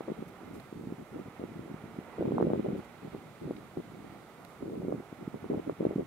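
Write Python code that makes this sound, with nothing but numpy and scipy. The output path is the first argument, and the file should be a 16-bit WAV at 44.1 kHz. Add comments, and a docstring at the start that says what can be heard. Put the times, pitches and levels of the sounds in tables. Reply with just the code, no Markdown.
"""Low thumps and buffeting of gusty beach wind on a hand-held camera's two microphone ports.
Each eddy crosses the ports as a short pressure pulse; gusts make the stream louder and brighter.
Distant surf washes steadily from the right. Under it lie handling ticks, a faint zoom motor
and preamp hiss."""
import sys
import numpy as np
from scipy import signal
from scipy.fft import rfft, irfft
from scipy.io import wavfile
from scipy.ndimage import uniform_filter1d

SR = 44100
rng = np.random.default_rng(int(sys.argv[2]) if len(sys.argv) > 2 else 0)


def transcribe(signal):
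    """Save signal, clipped to [-1, 1], as a 16-bit WAV file at the path in sys.argv[1]."""
    frames = np.atleast_2d(signal).T
    limited = np.clip(frames, -1, 1)
    pcm = np.round(limited * 32767).astype(np.int16)
    wavfile.write(sys.argv[1], SR, pcm)


N = 267246
T = np.arange(N) / SR
HZ = np.fft.rfftfreq(N, 1 / SR)
SIDES = np.array([[.5], [-.5]])  # share of a left-minus-right difference

# hardest eddies: (time [s], body level [dB], snap level [dB], left minus right [dB])
THUMPS = [(0.008, -25, -35.5, 2), (0.084, -25, -37, 1), (0.12, -23, -47, 3), (0.226, -25.5, -44.5, -2),
          (0.728, -30, -44, -2), (0.874, -28, -53, -3), (0.925, -26, -46, -2), (1.439, -26.5, -39.5, -4),
          (1.594, -29.5, -49, -3), (1.744, -30.5, -56, 0), (1.842, -33, -58, -1), (1.989, -25.5, -52, -1),
          (2.185, -25, -31.5, 2), (2.21, -28, -38, -1), (2.255, -21, -36, -2), (2.322, -19, -41, -5),
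          (2.383, -18, -21.5, -2.5), (2.402, -17.5, -29, -4), (2.411, -17, -32, -3),
          (2.426, -17, -31.5, -13), (2.47, -17.5, -43, -5), (2.502, -27, -33, 3), (2.535, -14.5, -32, 1),
          (2.597, -17.5, -43.5, 0), (3.149, -28.5, -41.5, -1), (3.51, -21, -39, 1), (3.773, -24, -41, 1.5),
          (4.626, -28.5, -43, -8), (4.884, -22.5, -41, -7), (4.925, -17.5, -29.5, -8.5),
          (5.128, -31, -49, 4), (5.279, -24, -52, -3), (5.343, -32, -40.5, -6), (5.444, -29, -33.5, -4),
          (5.502, -21.5, -43, 0), (5.577, -22, -53, 2), (5.697, -19.5, -28.5, 2), (5.808, -15.5, -41.5, 1),
          (5.853, -11.5, -35, 0.5), (5.868, -15.5, -44, 5), (5.961, -17.5, -51, -1.5),
          (5.984, -21.5, -44, 2)]


def wind_db(attack_s=0.0078, release_s=0.0074, breeze_db=-57, sway_db=3.5):
    """Wind strength per sample: each gust builds, holds and dies away over a light breeze."""
    # (start [s], length [s], level [dB], growth over the length [dB])
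    gusts = [(0.086, 0.027, -33, 1), (0.184, .045, -41.5, -2), (0.265, 0.036, -48.5, 0),
             (0.415, .17, -48, 5), (0.751, 0.19, -43.5, -0.5), (0.995, 0.041, -43, -12),
             (1.131, 0.089, -40.5, -3), (1.26, 0.027, -44.5, -3), (1.402, 0.05, -38.5, -1.5),
             (1.484, 0.053, -46.5, -3), (1.56, 0.12, -46.5, -8), (1.703, .045, -43.5, -6),
             (1.835, 0.18, -51.5, -2), (2.193, 0.166, -30.5, -0.5), (2.375, 0.23, -28.5, -7),
             (2.641, 0.11, -32.5, -2.5), (2.756, .045, -38.5, 0), (3.028, 0.05, -42.5, 6),
             (3.14, .045, -45, -14), (3.421, .1, -38.5, 5), (3.55, 0.1, -52, -14),
             (3.772, 0.034, -37, -4.5), (4.615, 0.34, -38, 5.5), (4.958, 0.045, -42.5, 4),
             (5.201, 0.044, -44, 4), (5.341, 0.028, -39.5, -5), (5.417, 0.042, -41.5, 8),
             (5.505, 0.091, -32, -4.5), (5.677, 0.045, -35, -5.5), (5.801, 0.071, -33, 3.5),
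             (5.897, .04, -36.5, -7), (5.981, 0.045, -32.5, -9.5)]
    power = undb(breeze_db + sway_db * walk(12)) ** 2
    for start_s, length_s, db, growth_db in gusts:
        age_s = T - start_s
        progress = np.clip(age_s / length_s, 0, 1)
        edges = np.exp(np.minimum(age_s, 0) / attack_s - np.maximum(age_s - length_s, 0) / release_s)
        power += (edges * undb(db + growth_db * (progress - .5))) ** 2
    return 10 * np.log10(power)


def eddies(when_s, db, hz, pan_db, steepness, max_lag_s):
    """Pressure bumps, each turned into a swing of one or two cycles by the microphone's bass cut."""
    phase, bearing = rng.random((len(when_s), 2)).T[:, :, None]
    rotation = np.exp(2j * np.pi * phase)
    lag_s = max_lag_s * np.cos(np.pi * bearing)  # bearing decides which port is hit first
    width_s = (steepness + .5) / (2 * np.pi * hz[:, None])
    index = (when_s * SR).astype(int)[:, None] + np.arange(-600, 600)
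    inside = (index >= 0) & (index < N)
    channels = []
    for side in (.5, -.5):
        age_s = index / SR - when_s[:, None] + side * lag_s
        swing = np.real(rotation * (1 - 1j * age_s / width_s) ** -(steepness + 1))
        swing *= undb(db + side * pan_db)[:, None]
        channels.append(np.bincount(index[inside], swing[inside], N))
    return np.array(channels)


def thumps(gain_db=1.23, centre_hz=365, octaves_per_db=0.0543, snap_hz=930, snap_gain_db=1.0):
    """Hard eddies hit the ports squarely; a steeper front gives a shorter thump and more snap."""
    when_s, body_db, snap_db, pan_db = np.array(THUMPS, float).T
    body_hz = centre_hz * 2 ** (octaves_per_db * (snap_db - np.mean(snap_db)))
    front_hz = np.full(len(when_s), snap_hz)
    body = eddies(when_s, body_db + gain_db, body_hz, pan_db, steepness=5, max_lag_s=0.0005)
    front = eddies(when_s, snap_db + snap_gain_db, front_hz, pan_db, steepness=10, max_lag_s=0.0002)
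    return body + front


def buffeting(gust_db, count=1500, centre_hz=262, gust_octaves=0.41, knee_db=10,
              spread_octaves=0.6, scatter_db=4.5, gain_db=0.7):
    """A stream of eddies of all sizes; faster air shortens them, so gusts are brighter up to a point."""
    when_s = (np.arange(count) + rng.random(count)) / count * T[-1]
    size, side = rng.standard_normal((count, 2)).T
    speed = 2 * rng.random(count) - 1
    force_db = np.interp(when_s, T, gust_db) - np.mean(gust_db)
    hz = centre_hz * 2 ** (gust_octaves * np.tanh(force_db / knee_db) + spread_octaves * speed)
    air = eddies(when_s, scatter_db * size, hz, pan_db=2.5 * side - 0.5,
                 steepness=4.47, max_lag_s=0.00081)
    # the gust sets the mean energy; single eddies still stand out
    energy = uniform_filter1d(np.mean(air ** 2, axis=0), size=1600)
    return air / np.sqrt(np.abs(energy) + 1e-9) * undb(gust_db + gain_db)


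def lulls(depth_db=-8, lead_s=0.0085, width_s=0.004):
    """Gain of the small eddies: a brief dip just before each hard one."""
    nearness = sum(np.exp(-((T - when_s + lead_s) / width_s) ** 2) for when_s, *_ in THUMPS)
    return undb(depth_db * nearness)


def rumble(gust_db, gain_db=-13.0, follow=0.62, flutter_db=2.0, fade_db_per_s=-1.0):
    """Large slow eddies press on both ports alike, swell less and ease as the camera turns."""
    spectrum_hz_db = [(20, -35), (55, -4.5), (115, -5), (200, -0.5), (400, -19), (1500, -79)]
    air = colour(rng.standard_normal(N), spectrum_hz_db)
    swell_db = follow * gust_db + (1 - follow) * np.mean(gust_db) + flutter_db * walk(30)
    return level(air, gain_db) * undb(swell_db + fade_db_per_s * (T - np.mean(T)))


def mic_ports(air, ring_hz=330, width_hz=190, ring_share=0.26, limit=0.36):
    """The hardest pushes are rounded off; the microphone rings on for a cycle or two."""
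    # response to air pressure: (frequency [Hz], gain [dB])
    response = [(40, 2), (170, 1.5), (260, 0), (400, 0.3), (550, -0.5), (750, -1), (1200, 1.5), (1800, 0.5),
                (4000, -24)]
    push = limit * np.tanh(air / limit)
    ring = signal.lfilter(*signal.iirpeak(ring_hz, ring_hz / width_hz, fs=SR), push)
    return colour((1 - ring_share) * push + ring_share * ring, response)


def surf(rms_db=-52.5, crossover_hz=2400, lag_s=.00005, flutter_db=0.84):
    """Distant breakers merge into a low roar and a hiss of foam, each swelling slowly."""
    # breaker swell, used about each column's mean: (time [s], roar [dB], foam [dB])
    swells = [(0.0, -58.5, -67), (0.85, -61.5, -71.5), (1.35, -58, -69), (2.7, -58.5, -66), (3.6, -61, -68),
              (4.8, -61.5, -72.5), (5.25, -59.5, -68.5), (6.06, -60, -69)]
    # surf at the left port, shaded by the camera body: (frequency [Hz], gain [dB])
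    left_spectrum = [(30, -23), (130, -9), (400, -3), (620, -5), (1020, -10.5), (1280, -8.5), (1660, -20.5),
                     (2080, -16), (2800, -30), (3700, -24.5), (4800, -54), (12000, -45)]
    # surf at the right port: (frequency [Hz], gain [dB])
    right_spectrum = [(30, -19), (130, -7), (380, 2), (540, -2), (740, 1.5), (1020, -4), (1350, -2),
                      (1680, -10), (2080, -6.5), (2900, -15), (4000, -20), (5200, -32), (12000, -48)]
    # likeness of the two ports: (frequency [Hz], correlation [1])
    coherence = [(50, 0.47), (300, 1), (750, 0.91), (1150, 0.73), (1700, 0.8), (2100, 0.68), (3000, 0.13),
                 (6000, 1)]
    common, own = rfft(rng.standard_normal((2, N)))
    alike = over_hz(coherence)
    left = common * undb(over_hz(left_spectrum))
    right = (alike * common + np.sqrt(1 - alike ** 2) * own) * undb(over_hz(right_spectrum))
    spectra = np.array([left, right * np.exp(-2j * np.pi * HZ * lag_s)])
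    roar_share = 1 / (1 + (HZ / crossover_hz) ** 4)
    when_s, roar_db, foam_db = np.transpose(swells)
    sea = 0
    for share, band_db in ((roar_share, roar_db), (1 - roar_share, foam_db)):
        swell_db = np.interp(T, when_s, band_db)
        sea += irfft(spectra * share, N) * undb(swell_db - np.mean(swell_db) + flutter_db * walk(12))
    return level(sea, rms_db)


def handling():
    """Fingers shift on the camera: soft scuffs, and firmer ticks that ring its body."""
    # (start [s], scuff [dB], ring [dB], length [s], left minus right [dB])
    touches = [(0.278, -64, -72, .012, -3), (0.529, -65, -66, 0.041, -1), (0.598, -64, -55.5, 0.0045, -4),
               (2.766, -66.5, -67, .025, -1), (2.844, -65, -69, .006, -3), (3.564, -76, -55, .005, -7),
               (4.448, -57.5, -51.5, 0.0029, -6), (4.474, -70, -80, 0.055, -3)]
    # camera body resonances: (frequency [Hz], gain [dB])
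    body_spectrum = [(800, -20), (1850, -2), (2300, 7.5), (2950, -8), (3700, -3), (4600, -3.5), (5500, -18),
                     (10000, -26)]
    scuff_hz_db = [(1000, -15), (4500, -3), (8000, 0), (13000, -1), (15500, -9)]
    scuff = level(colour(rng.standard_normal((2, N)), scuff_hz_db), 0)
    ring = level(colour(rng.standard_normal((2, N)), body_spectrum), 0)
    out = np.zeros((2, N))
    for start_s, scuff_db, ring_db, length_s, pan_db in touches:
        age = np.maximum(T - start_s, 0) / length_s
        envelope = 2 * np.e * age * np.exp(-2 * age)
        out += envelope * undb(SIDES * pan_db) * (undb(scuff_db) * scuff + undb(ring_db) * ring)
    return out


def zoom_motor(rms_db=-75, ramp_s=0.028):
    """A small lens motor whirrs through a few resonances of the body."""
    # motor runs: (start [s], end [s])
    zooms = [(.6, 0.91), (2.98, 4.82)]
    # body modes: (centre [Hz], width [Hz], gain [dB], left minus right [dB])
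    modes = [(3660, 660, 3.5, 8), (4570, 400, 2, -6), (8800, 2100, -9, 13), (12400, 900, -8, -5)]
    running = sum(np.clip(np.minimum(T - start_s, end_s - T) / ramp_s, 0, 1) for start_s, end_s in zooms)
    response = 0
    for centre_hz, width_hz, db, pan_db in modes:
        response += undb(db + SIDES * pan_db) / (1 + ((HZ - centre_hz) / (width_hz / 2)) ** 2)
    whirr = irfft(rfft(rng.standard_normal((2, N))) * response, N)
    return level(whirr, rms_db) * running


def preamp_hiss(left_db=-69.0, right_db=-66.5):
    """Each channel's own amplifier noise."""
    # noise shape: (frequency [Hz], gain [dB])
    spectrum = [(100, -7.5), (4000, 0), (7000, 0.5), (10000, -0.5), (12500, -1.5), (15500, -4.5)]
    return level(colour(rng.standard_normal((2, N)), spectrum), [[left_db], [right_db]])


def undb(db):
    """Decibels to gain."""
    return 10 ** (np.asarray(db) / 20)


def over_hz(points):
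    """A (frequency [Hz], value) table at every FFT bin, interpolated in log frequency."""
    hz, value = np.transpose(points)
    return np.interp(np.log(HZ + 1), np.log(hz), value)


def colour(x, points):
    """Filter by a (frequency [Hz], gain [dB]) table."""
    return irfft(rfft(x) * undb(over_hz(points)), N)


def level(x, rms_db):
    """Set the rms level."""
    return x * undb(rms_db) / np.sqrt(np.mean(x ** 2))


def walk(rate_hz):
    """Random steps, smoothed twice; spread near 1."""
    hold = int(SR / rate_hz)
    steps = rng.standard_normal(1024)[np.arange(N) // hold % 1024]
    return 1.3 * uniform_filter1d(uniform_filter1d(steps, hold), hold)


def scene():
    """Wind on the ports over the sea and the camera's own small noises."""
    gust_db = wind_db()
    air = buffeting(gust_db) * lulls() + thumps() + rumble(gust_db)
    return mic_ports(air) + surf() + zoom_motor() + handling() + preamp_hiss()


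def record(dry):
    """The camera cuts the top treble steeply."""
    cutoff_hz = 15720
    return signal.sosfilt(signal.ellip(12, .1, 70, cutoff_hz, fs=SR, output="sos"), dry)


dry = scene()
out = record(dry)
transcribe(out)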